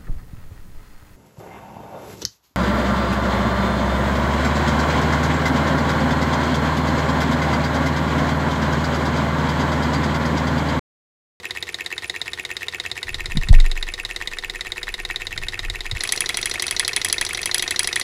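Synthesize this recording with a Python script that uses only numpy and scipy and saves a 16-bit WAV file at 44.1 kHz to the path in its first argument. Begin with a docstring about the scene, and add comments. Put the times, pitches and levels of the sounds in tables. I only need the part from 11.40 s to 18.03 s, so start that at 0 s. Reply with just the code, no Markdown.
"""A small hot-air engine rattles on its metal base, heard from afar over the hum of a room.
Every flywheel turn its piston, loose rod pin and crank pin knock in their play; each knock is a few fading tones
plus a short crack of noise, and rubbing rods hiss in between. Near 2 s the microphone's stand is bumped and sways,
and it is handled again from about 4 s. At 4.58 s the sound cuts to a closer spot, with the engine running faster."""
import sys
import numpy as np
from scipy import signal
from scipy.fft import rfft, irfft, next_fast_len
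from scipy.io import wavfile
from scipy.ndimage import uniform_filter1d, map_coordinates

SR = 44100
rng = np.random.default_rng(int(sys.argv[2]) if len(sys.argv) > 2 else 0)


def log_audio(samples):
    """Write samples as a 16-bit WAV file to the path given in sys.argv[1]."""
    # one column per channel
    frames = np.atleast_2d(samples).T
    # limit to full scale, then quantise
    limited = np.clip(frames, -1, 1)
    pcm = np.round(limited * 32767).astype(np.int16)
    wavfile.write(sys.argv[1], SR, pcm)


def invert_db(level):
    """Linear amplitude ratio for a level in decibels (20 dB per decade), elementwise."""
    return 10 ** (np.asarray(level, dtype=float) / 20)


N = 292383  # length [samples]
CUT_S = 4.5755  # the move from the far spot to the close one
FIRST_FAR_S, FIRST_NEAR_S = -.0103, 4.6063  # first piston knock heard from each spot

# flywheel speed, from afar and then close up: (time [s], speed [turns per s])
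SPEED_FAR = [(0, 8.4803), (.8405, 8.4818), (1.8885, 8.8016), (2.0704, 8.6794), (2.4548, 8.9631),
             (2.9107, 8.9264), (3.637, 9.1064), (4.0208, 9.2962), (4.57, 9.3688)]
SPEED_NEAR = [(4.58, 11.8612), (5.1465, 11.8769), (6.1807, 12.1408), (6.63, 11.8157)]
# Ringing tones of each struck part, louder or softer than the blow's own level:
# (pitch [Hz], level from afar [dB], level close up [dB], rise [ms], time to fall 60 dB [ms])
PISTON_TONES = [(1897, -8.5, -12, 3.3, 12.5), (2022, -6, -5, 6.1, 11.7), (3755, 1.5, 0, 0.54, 11.9),
                (4136, -13, -6, 2.2, 18), (4560, -15, -9, 1.25, 24), (5110, -12.5, -6.5, 0.62, 15),
                (5790, -25, -7.5, 1.2, 14.6), (6820, -19.5, -12.5, 1.7, 8.3),
                (9710, -21.5, -15.5, 0.39, 19)]
# the table under the base, rung by the knocks, same columns
TABLE_TONES = [(363.6, -22, -21, 0.48, 91), (490.4, -29.5, -29.5, 0.14, 210), (706, -22, -20.5, 0.26, 49)]
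# the rod ticking in its guide, same columns
GUIDE_TONES = [(6330, -8, -26, 0.58, 30), (8940, -58, -6.5, 0.84, 18.4)]
# the loose rod pin, same columns
PIN_TONES = [(3293, -7.5, -11.5, 1.7, 31), (4650, 16, 2.5, 0.36, 1.7), (5940, -6, -11.5, 0.81, 31),
             (6660, -8, -14.5, 0.27, 17), (7890, 0, -12, 0.77, 23), (9860, 1, 1, 0.3, 11.4),
             (10300, -11, -10.5, 2.1, 15), (12120, -12, -15.5, 0.65, 11)]
# the metal base, same columns
BASE_TONES = [(1040, -10, -13, 3.3, 4.85), (1440, -12.5, -49, 0.048, 16.6), (1873, -1.5, 1, 3.3, 12),
              (2122, -11.5, -3.5, 1.8, 18), (2480, -36, -22, 2.2, 44), (3423, -15.5, -3, 0.31, 21.4),
              (3977, -15, -9.5, 1.1, 31)]
# the crank pin, same columns
CRANK_TONES = [(1852, -11, -23, 4.9, 14.8), (2244, -2.5, -0.5, 0.79, 12.5), (2560, -12, -10, 1, 45),
               (2650, -3, -6, 0.3, 20), (5020, -19, -20, 0.17, 14), (6130, -19.5, -19, 0.3, 8),
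               (7130, -15, -16, 0.4, 7), (12400, -16, -30, 0.4, 7)]
# the bright tone of the pin's faint brushes, same columns
BRUSH_TONES = [(9760, -2.5, 2, .8, 17.5)]
# the soft thud at the stroke's end, same columns
THUD_TONES = [(1473, -8, -8.5, 1.4, 24), (1856, -5, -0.8, 1.7, 24), (2260, -14, -18, 2.5, 34)]
# a knocked part rebounds in its play: (delay [ms], piston change [dB], crank change [dB])
REBOUNDS = [(0, 0.5, 0.5), (6, -13, -67), (12, -20, -17)]
# loudness of the rubbing rods through a turn: (place [share of a turn], relative level [dB])
RUBBING = [(0, 12.5), (.08, 9), (.2, -2), (.33, 1), (.42, 7), (.62, 6.5), (.78, -7.5), (.88, 6.5),
           (.96, -4.5)]
# tone colour of the rubbing: (pitch [Hz], relative level [dB])
RUBBING_COLOUR = [(500, 0.5), (1200, 1), (1900, 1), (2600, 4.5), (3600, 5), (4600, 0.5), (8500, -6),
                  (9800, -11.5), (11500, -5), (13500, -25), (15500, -23)]
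# ticks in the guide: (place from afar [turns], level from afar [dB], place close up [turns], level close up [dB])
TICKS = [(0.25, -49.5, .93, -39), (.72, -58, .74, -32)]
# light taps of the pin:
# (place from afar [turns], level from afar [dB], place close up [turns], level close up [dB], scatter [dB])
TAPS = [(.362, -47, .315, -23.5, 1.5), (.85, -66, .835, -43, 2.5)]
# hard strikes of the loose pin: (time [s], level [dB])
HARD_STRIKES = [(2.128, -34), (4.636, -15.5), (4.6746, -22.5), (4.7224, -9), (4.7615, -22), (4.806, -11.5),
                (4.891, -15.5), (4.971, -14.5), (5.0142, -21.5), (5.057, -13.5), (5.097, -21.5),
                (5.223, -13.5), (5.267, -19), (5.31, -14), (5.3958, -10.5), (5.479, -12.5), (5.5633, -10.5),
                (5.6473, -9.5), (5.685, -19), (5.727, -9.5), (5.812, -12), (5.85, -17), (5.932, -22),
                (6.0161, -21.5), (6.0576, -12), (6.1446, -9), (6.1813, -13.5), (6.224, -13.5),
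                (6.3084, -14), (6.3931, -9), (6.4316, -17), (6.4737, -15), (6.5587, -13), (6.5978, -16)]
# small scuffs of the rod around the crank knock: (place [turns], level [dB])
SCUFFS = [(0.427, -38.5), (.5, -36.5), (.63, -32.5)]
# moments when the base's tones ring louder than usual: (time [s], level [dB])
LOUD_MOMENTS = [(.043, -22), (.632, -21), (1.451, -21.5), (2.138, -11), (2.811, -19), (3.036, -18),
                (3.48, -17.5), (3.7, -19), (4.895, -14.5), (5.4, -15), (5.567, -15.5), (5.816, -16.5),
                (6.148, -17), (6.313, -18.5), (6.397, -20.5), (6.562, -15)]
# faint brushes of the pin: (place [turns], level [dB], scatter [dB])
BRUSHES = [(.458, -39, 3), (.73, -44, 4), (.82, -41, 3.5)]
# crank knock and end-of-stroke thud:
# (time [s], crank place [turns], crank level [dB], thud place [turns], thud level [dB])
STROKE = [(0, .545, -17, .9, -35), (4.5, .54, -19, .83, -31), (4.6, .525, -17, .75, -31),
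          (6.6, .527, -17, .77, -29)]
# how long the room rings: (pitch [Hz], time to fall 60 dB [s])
ROOM_RINGING = [(300, 0.12), (2000, 0.2), (10000, 0.15)]
# tone colour of the room's hum: (pitch [Hz], relative level [dB])
HUM_COLOUR = [(60, -35), (85, 17), (130, 3), (300, -2), (345, 9), (420, 12.5), (450, 5), (500, 10),
              (530, -16.5), (700, 1), (3000, -9.5), (8000, -38), (15500, -12)]
# handling of the stand: (time [s], sway [dB], rumble [dB])
HANDLING = [(0, -76, -56.5), (1.6, -74, -50), (1.69, -37, -42), (1.9, -24, -39.5), (2.06, -22, -35),
            (2.11, -32, -33), (2.2, -32, -33), (2.3, -38, -50), (2.55, -37.5, -54.5), (3.749, -39, -51.5),
            (4.03, -34, -39), (4.17, -36, -48), (4.32, -28.5, -38), (4.45, -32, -63), (4.7, -44.5, -49),
            (6.63, -47, -49.5)]
# parts of the bumps on the stand, several of which can make one bump:
# (time of peak [s], pitch [Hz], peak level [dB], swell [ms], fade [ms])
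BUMP_PARTS = [(1.954, 156, -20, 2, 8), (1.9712, 175, -11.5, 2, 6), (1.984, 125, -18, 6, 10),
              (2.098, 140, -15, 6, 2), (2.1095, 72, -.2, 5, 6.5), (2.14, 88, -19, 15, 50),
              (2.131, 745, -19, 0.83, 2), (4, 92, -28, 2.3, 3.9), (4.534, 100, -20.5, 10.5, 7.3),
              (4.561, 45, -19, 7.2, 4.3)]
# swing of the stand after a hard bump, in two parts that add up:
# (time [s], pitch [Hz], first level [dB], its fade [s], lasting level [dB], its time to fall 60 dB [s])
SWING = (2.106, 23.3, .1, .128, -15, 3)


def along(points, hz):
    """Reads (pitch, value) points at any pitch, on a log pitch axis."""
    f, value = np.transpose(points)
    return np.interp(np.log(hz + 1), np.log(f + 1), value)


def filtered(x, response):
    """Scales each frequency of x by a given response."""
    m = next_fast_len(N + SR // 2)
    return irfft(rfft(x, m) * response(np.fft.rfftfreq(m, 1 / SR)), m)[:N]


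def noise(response):
    """Coloured noise with an average (rms) level of 1."""
    x = filtered(rng.standard_normal(N), response)
    return x / x.std()


def scattered(value, spread, count):
    """Spreads a usual value by chance, once for each event."""
    return value + spread * rng.standard_normal(count)


def add(track, s, sound):
    """Mixes a sound in at time s; sounds from before the cut stop there."""
    start = min(round(s * SR), N)
    end = round(CUT_S * SR) if s < CUT_S else N
    sound = sound[max(-start, 0):][:max(end - max(start, 0), 0)]
    track[max(start, 0):][:len(sound)] += sound


def knocks(times, levels_db, tones, spread_db, crack_db, rough, size=3, crack_s=0.0021, habit=0, soft_s=1e-5):
    """Each blow rings the part's tones at slightly new strengths; chatter of loose parts roughens the ring.
    crack_db is (far, close); size [samples] blunts the crack; habit is the share of noise repeated in each blow."""
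    track, t = np.zeros(N), np.arange(SR // 30) / SR
    hz, far_db, near_db, rise_ms, fall_ms = np.transpose(tones)[..., None]
    shape = (1 - np.exp(-1000 * t / rise_ms)) ** 2 * invert_db(-60000 * t / fall_ms)
    shape = shape / shape.max(axis=1, keepdims=True)
    usual_chatter = rng.standard_normal((len(tones), 70))
    usual_crack = rng.standard_normal(len(t))

    def varied(usual):
        return np.sqrt(habit) * usual + np.sqrt(1 - habit) * rng.standard_normal(usual.shape)

    # chatter takes a new random value 2000 times a second, with straight lines between
    chatter_at = np.broadcast_arrays(np.arange(len(tones))[:, None], 2000 * t)
    for s, db in zip(times, levels_db):
        near = s > CUT_S
        chance = rng.standard_normal((3, len(tones), 1))
        gain = invert_db((near_db if near else far_db) + spread_db * chance[0])
        chatter = map_coordinates(varied(usual_chatter), chatter_at, order=1)
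        tone = np.sin(2 * np.pi * hz * (1 + .004 * chance[1]) * t + .3 * chance[2])
        ring = gain * shape * (1 + rough * chatter) * tone
        crack_shape = invert_db(crack_db[int(near)] - 60 * t / crack_s) * (1 - np.exp(-t / soft_s))
        crack = crack_shape * uniform_filter1d(varied(usual_crack), size=size)
        # small parts give off little bass
        crack = uniform_filter1d(crack, size=2) - uniform_filter1d(crack, size=20)
        add(track, s, invert_db(db) * (ring.sum(axis=0) + crack))
    return track


def turns(first_s, speed, end_s):
    """Start and length of every flywheel turn: where the summed speed passes whole numbers."""
    t = first_s + np.arange(5 * SR) / SR
    done = np.cumsum(np.interp(t, *np.transpose(speed))) / SR
    s = np.interp(np.arange(int(done[-1])), done, t)
    return np.array([s[:-1], np.diff(s)])[:, s[:-1] < end_s]


def piston_knocks(s):
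    """The piston knocks in its play as each turn starts, rebounds, and rings the table too."""
    level_db = scattered(-18, np.where(s < CUT_S, .5, 1.3), len(s))
    sound = np.zeros(N)
    for lag_ms, change_db, _ in REBOUNDS:
        sound += knocks(s + lag_ms / 1000, level_db + change_db, PISTON_TONES + TABLE_TONES, spread_db=1.5,
                        crack_db=(2.5, -2), rough=.35, habit=.75, crack_s=.005, soft_s=.0002, size=2)
    return sound


def sliding_rods(s, turn):
    """Rubbing rods hiss; the hiss swells and sinks with the turn and flickers with uneven friction."""
    now = np.arange(N) / SR
    grit = invert_db(3.5 * map_coordinates(rng.standard_normal(N // 90 + 4), [np.arange(N) / 90]))
    last = np.searchsorted(s, now) - 1
    place = (now - s[last]) / turn[last] % 1
    level_db = np.where(now > CUT_S, -43, -50) + np.interp(place, *np.transpose(RUBBING))
    return invert_db(level_db) * grit * noise(lambda hz: invert_db(along(RUBBING_COLOUR, hz)))


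def guide_ticks(s, turn):
    """The rod ticks faintly against its guide, twice a turn."""
    far, sound = s < CUT_S, np.zeros(N)
    for far_at, far_db, near_at, near_db in TICKS:
        at = s + scattered(np.where(far, far_at, near_at), .0046, len(s)) * turn
        level_db = scattered(np.where(far, far_db, near_db), 2, len(s))
        sound += knocks(at, level_db, GUIDE_TONES, spread_db=2, crack_db=(-5, -8), rough=.7, size=2)
    return sound


def pin_blows(s, turn):
    """Times and levels of the pin: two taps a turn, each replaced by a hard strike where one falls close by."""
    hard, hard_db = np.transpose(HARD_STRIKES)
    far_at, far_db, near_at, near_db, scatter_db = np.transpose(TAPS)[..., None]
    count = (len(TAPS), len(s))
    at = s + scattered(np.where(s < CUT_S, far_at, near_at), .006, count) * turn
    level_db = scattered(np.where(s < CUT_S, far_db, near_db), scatter_db, count)
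    nearest = abs(at[..., None] - hard).argmin(axis=-1)
    struck = abs(at - hard[nearest]) < .009
    return np.where(struck, hard[nearest], at), np.where(struck, hard_db[nearest], level_db)


def pin_knocks(pins, pin_db):
    """The small loose pin rings high and sharp."""
    return knocks(pins.ravel(), pin_db.ravel(), PIN_TONES, spread_db=1.0,
                  crack_db=(1, 5), rough=0.37, size=1, crack_s=0.0028)


def base_jolts(s, jolt, jolt_pin_db):
    """The turn's first pin blow jolts the base and table; close up, harder blows jolt them more."""
    level_db = scattered(np.where(s < CUT_S, -29, -16.5 + .4 * jolt_pin_db), 0.44, len(s))
    return knocks(jolt, level_db, BASE_TONES + TABLE_TONES, spread_db=1.5, crack_db=(-1, -7), rough=0.62)


def rod_scuffs(s, turn):
    """From afar, small scuffs of the rod ring the crank's tones."""
    s, turn = s[s < CUT_S], turn[s < CUT_S]
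    sound = np.zeros(N)
    for place, db in SCUFFS:
        at = s + scattered(place, .012, len(s)) * turn
        level_db = scattered(db, 1.9, len(s))
        sound += knocks(at, level_db, CRANK_TONES, spread_db=3, crack_db=(-14, -14), rough=0.45)
    return sound


def base_ringing(s, turn, jolt):
    """The base's tones ring once a turn as the pin's jolt comes back; some moments are set louder."""
    far = s < CUT_S
    at = np.where(far, s + .452 * turn, jolt + .003)
    level_db = scattered(np.where(far, -23.5, -25.5), 0.5, len(s))
    for loud_s, loud_db in LOUD_MOMENTS:
        level_db[abs(at - loud_s).argmin()] = loud_db
    return knocks(at, level_db, BASE_TONES, spread_db=1.5, crack_db=(-25, -25), rough=0.3)


def pin_brushes(s, turn):
    """From afar, faint brushes of the pin ring only one bright tone."""
    s, turn = s[s < CUT_S], turn[s < CUT_S]
    sound = np.zeros(N)
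    for place, db, scatter_db in BRUSHES:
        at = s + scattered(place, .0056, len(s)) * turn
        level_db = scattered(db, scatter_db, len(s))
        sound += knocks(at, level_db, BRUSH_TONES, spread_db=1.5, crack_db=(-16, -16), rough=0.4, size=1)
    return sound


def crank_knocks(s, turn, place, db):
    """The crank pin knocks in its play about half a turn later, rebounds, and rings the table too."""
    level_db = scattered(db, 0.5, len(s))
    sound = np.zeros(N)
    for lag_ms, _, change_db in REBOUNDS:
        sound += knocks(s + place * turn + lag_ms / 1000, level_db + change_db, CRANK_TONES + TABLE_TONES,
                        spread_db=1, crack_db=(-4, -14), rough=.3, size=1, habit=.7, crack_s=.005, soft_s=.0003)
    return sound


def end_thuds(s, turn, place, db):
    """A soft, rough thud ends the stroke and rattles once more, more weakly."""
    thud = s + scattered(place, .01, len(s)) * turn
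    level_db = scattered(db, 2, len(s))
    sound = np.zeros(N)
    for later, loss_db in ((0, 0), (.06, np.where(s < CUT_S, 9, 2))):  # (turns, dB)
        sound += knocks(thud + later * turn, level_db - loss_db, THUD_TONES, spread_db=2.5,
                        crack_db=(-14, -14), rough=1.0)
    return sound


def engine():
    """All the contacts of every turn, and the rods sliding between them."""
    far_turns = turns(FIRST_FAR_S, SPEED_FAR, CUT_S)
    near_turns = turns(FIRST_NEAR_S, SPEED_NEAR, N / SR)
    s, turn = np.hstack([far_turns, near_turns])
    pins, pin_db = pin_blows(s, turn)
    jolt = pins[0]
    at, *stroke = np.transpose(STROKE)
    crank_at, crank_db, thud_at, thud_db = (np.interp(s, at, column) for column in stroke)
    sound = piston_knocks(s) + sliding_rods(s, turn) + guide_ticks(s, turn)
    sound += pin_knocks(pins, pin_db) + base_jolts(s, jolt, pin_db[0])
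    sound += rod_scuffs(s, turn) + base_ringing(s, turn, jolt) + pin_brushes(s, turn)
    return sound + crank_knocks(s, turn, crank_at, crank_db) + end_thuds(s, turn, thud_at, thud_db)


def room(x):
    """The room answers with a noise tail in which each frequency dies at its own speed."""
    hz, t, z = signal.stft(rng.standard_normal(SR // 3), SR, nperseg=256)
    fading = z * invert_db(-60 * t / along(ROOM_RINGING, hz)[:, None])
    tail = signal.istft(fading, SR, nperseg=256)[1]
    late = np.pad(x, (200, 0))  # the answer comes 200 samples late
    return signal.fftconvolve(late, tail / np.linalg.norm(tail))[:N]


def room_hum():
    """The room's own steady hum is coloured noise, a little louder at the close spot."""
    near = np.arange(N) / SR > CUT_S
    return invert_db(np.where(near, -44, -48)) * noise(lambda hz: invert_db(along(HUM_COLOUR, hz)))


def stand_handling():
    """Handling shakes the stand at its low sway and reaches the microphone as rumble."""
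    s, sway_db, rumble_db = np.transpose(HANDLING)
    now = np.arange(N) / SR
    # the sway is strongest around 24 Hz
    sway = noise(lambda f: f ** 2 / (1 + ((f - 24) / 9) ** 2) / (f ** 2 + 100) / (1 + (f / 60) ** 4))
    rumble = noise(lambda f: (f > 55) / (1 + (f / 110) ** 4))
    return invert_db(np.interp(now, s, sway_db)) * sway + invert_db(np.interp(now, s, rumble_db)) * rumble


def stand_bumps():
    """Each part of a bump is a short tone that swells and fades around its peak."""
    now, track = np.arange(N) / SR, np.zeros(N)
    for at, hz, peak_db, swell_ms, fade_ms in BUMP_PARTS:
        ms = 1000 * (now - at)
        shape = np.exp(-(ms / np.where(ms < 0, swell_ms, fade_ms)) ** 2)
        track += invert_db(peak_db) * shape * np.cos(2 * np.pi * hz * (now - at))
    return track


def stand_swing():
    """A hard bump sets the stand swinging at one low pitch: a big first swing and a weaker lasting one."""
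    start, hz, first_db, fade_s, lasting_db, fall_s = SWING
    track, t = np.zeros(N), np.arange(SR // 2) / SR
    first = invert_db(first_db) * np.exp(-(t / fade_s) ** 2)
    # the lasting part is also faded to nothing between 0.25 and 0.47 s
    lasting = invert_db(lasting_db - 60 * t / fall_s) * np.clip((.47 - t) / .22, 0, 1)
    onset = np.minimum(t / .016, 1)
    add(track, start, -(first + lasting) * onset * np.sin(2 * np.pi * hz * t))
    return track


def scene():
    """The engine, its echo in the room, the room's own hum and the stand."""
    rattle = engine()
    stand = stand_handling() + stand_bumps() + stand_swing()
    return (rattle + invert_db(-15.5) * room(rattle) + room_hum() + stand)[None]


def low_pass(x):
    """Removes everything above the highest recorded frequency."""
    return signal.sosfilt(signal.butter(12, 16490, fs=SR, output="sos"), x)


def record(dry):
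    """The level dips briefly at the cut, the microphone loses the top treble, and the biggest swing clips."""
    dip = 1 - .9 * np.exp(-((np.arange(N) / SR - CUT_S - .001) / .002) ** 2)
    # a gentle fall around 14500 Hz, then a steep limit at 15750 Hz
    heard = filtered(dip * dry[0], lambda hz: 1 / (1 + (hz / 14500) ** 6) / (1 + (hz / 15750) ** 80))
    mix = np.clip(heard, -1, 1)[None]
    return low_pass(mix)


dry = scene()
out = record(dry)
log_audio(out)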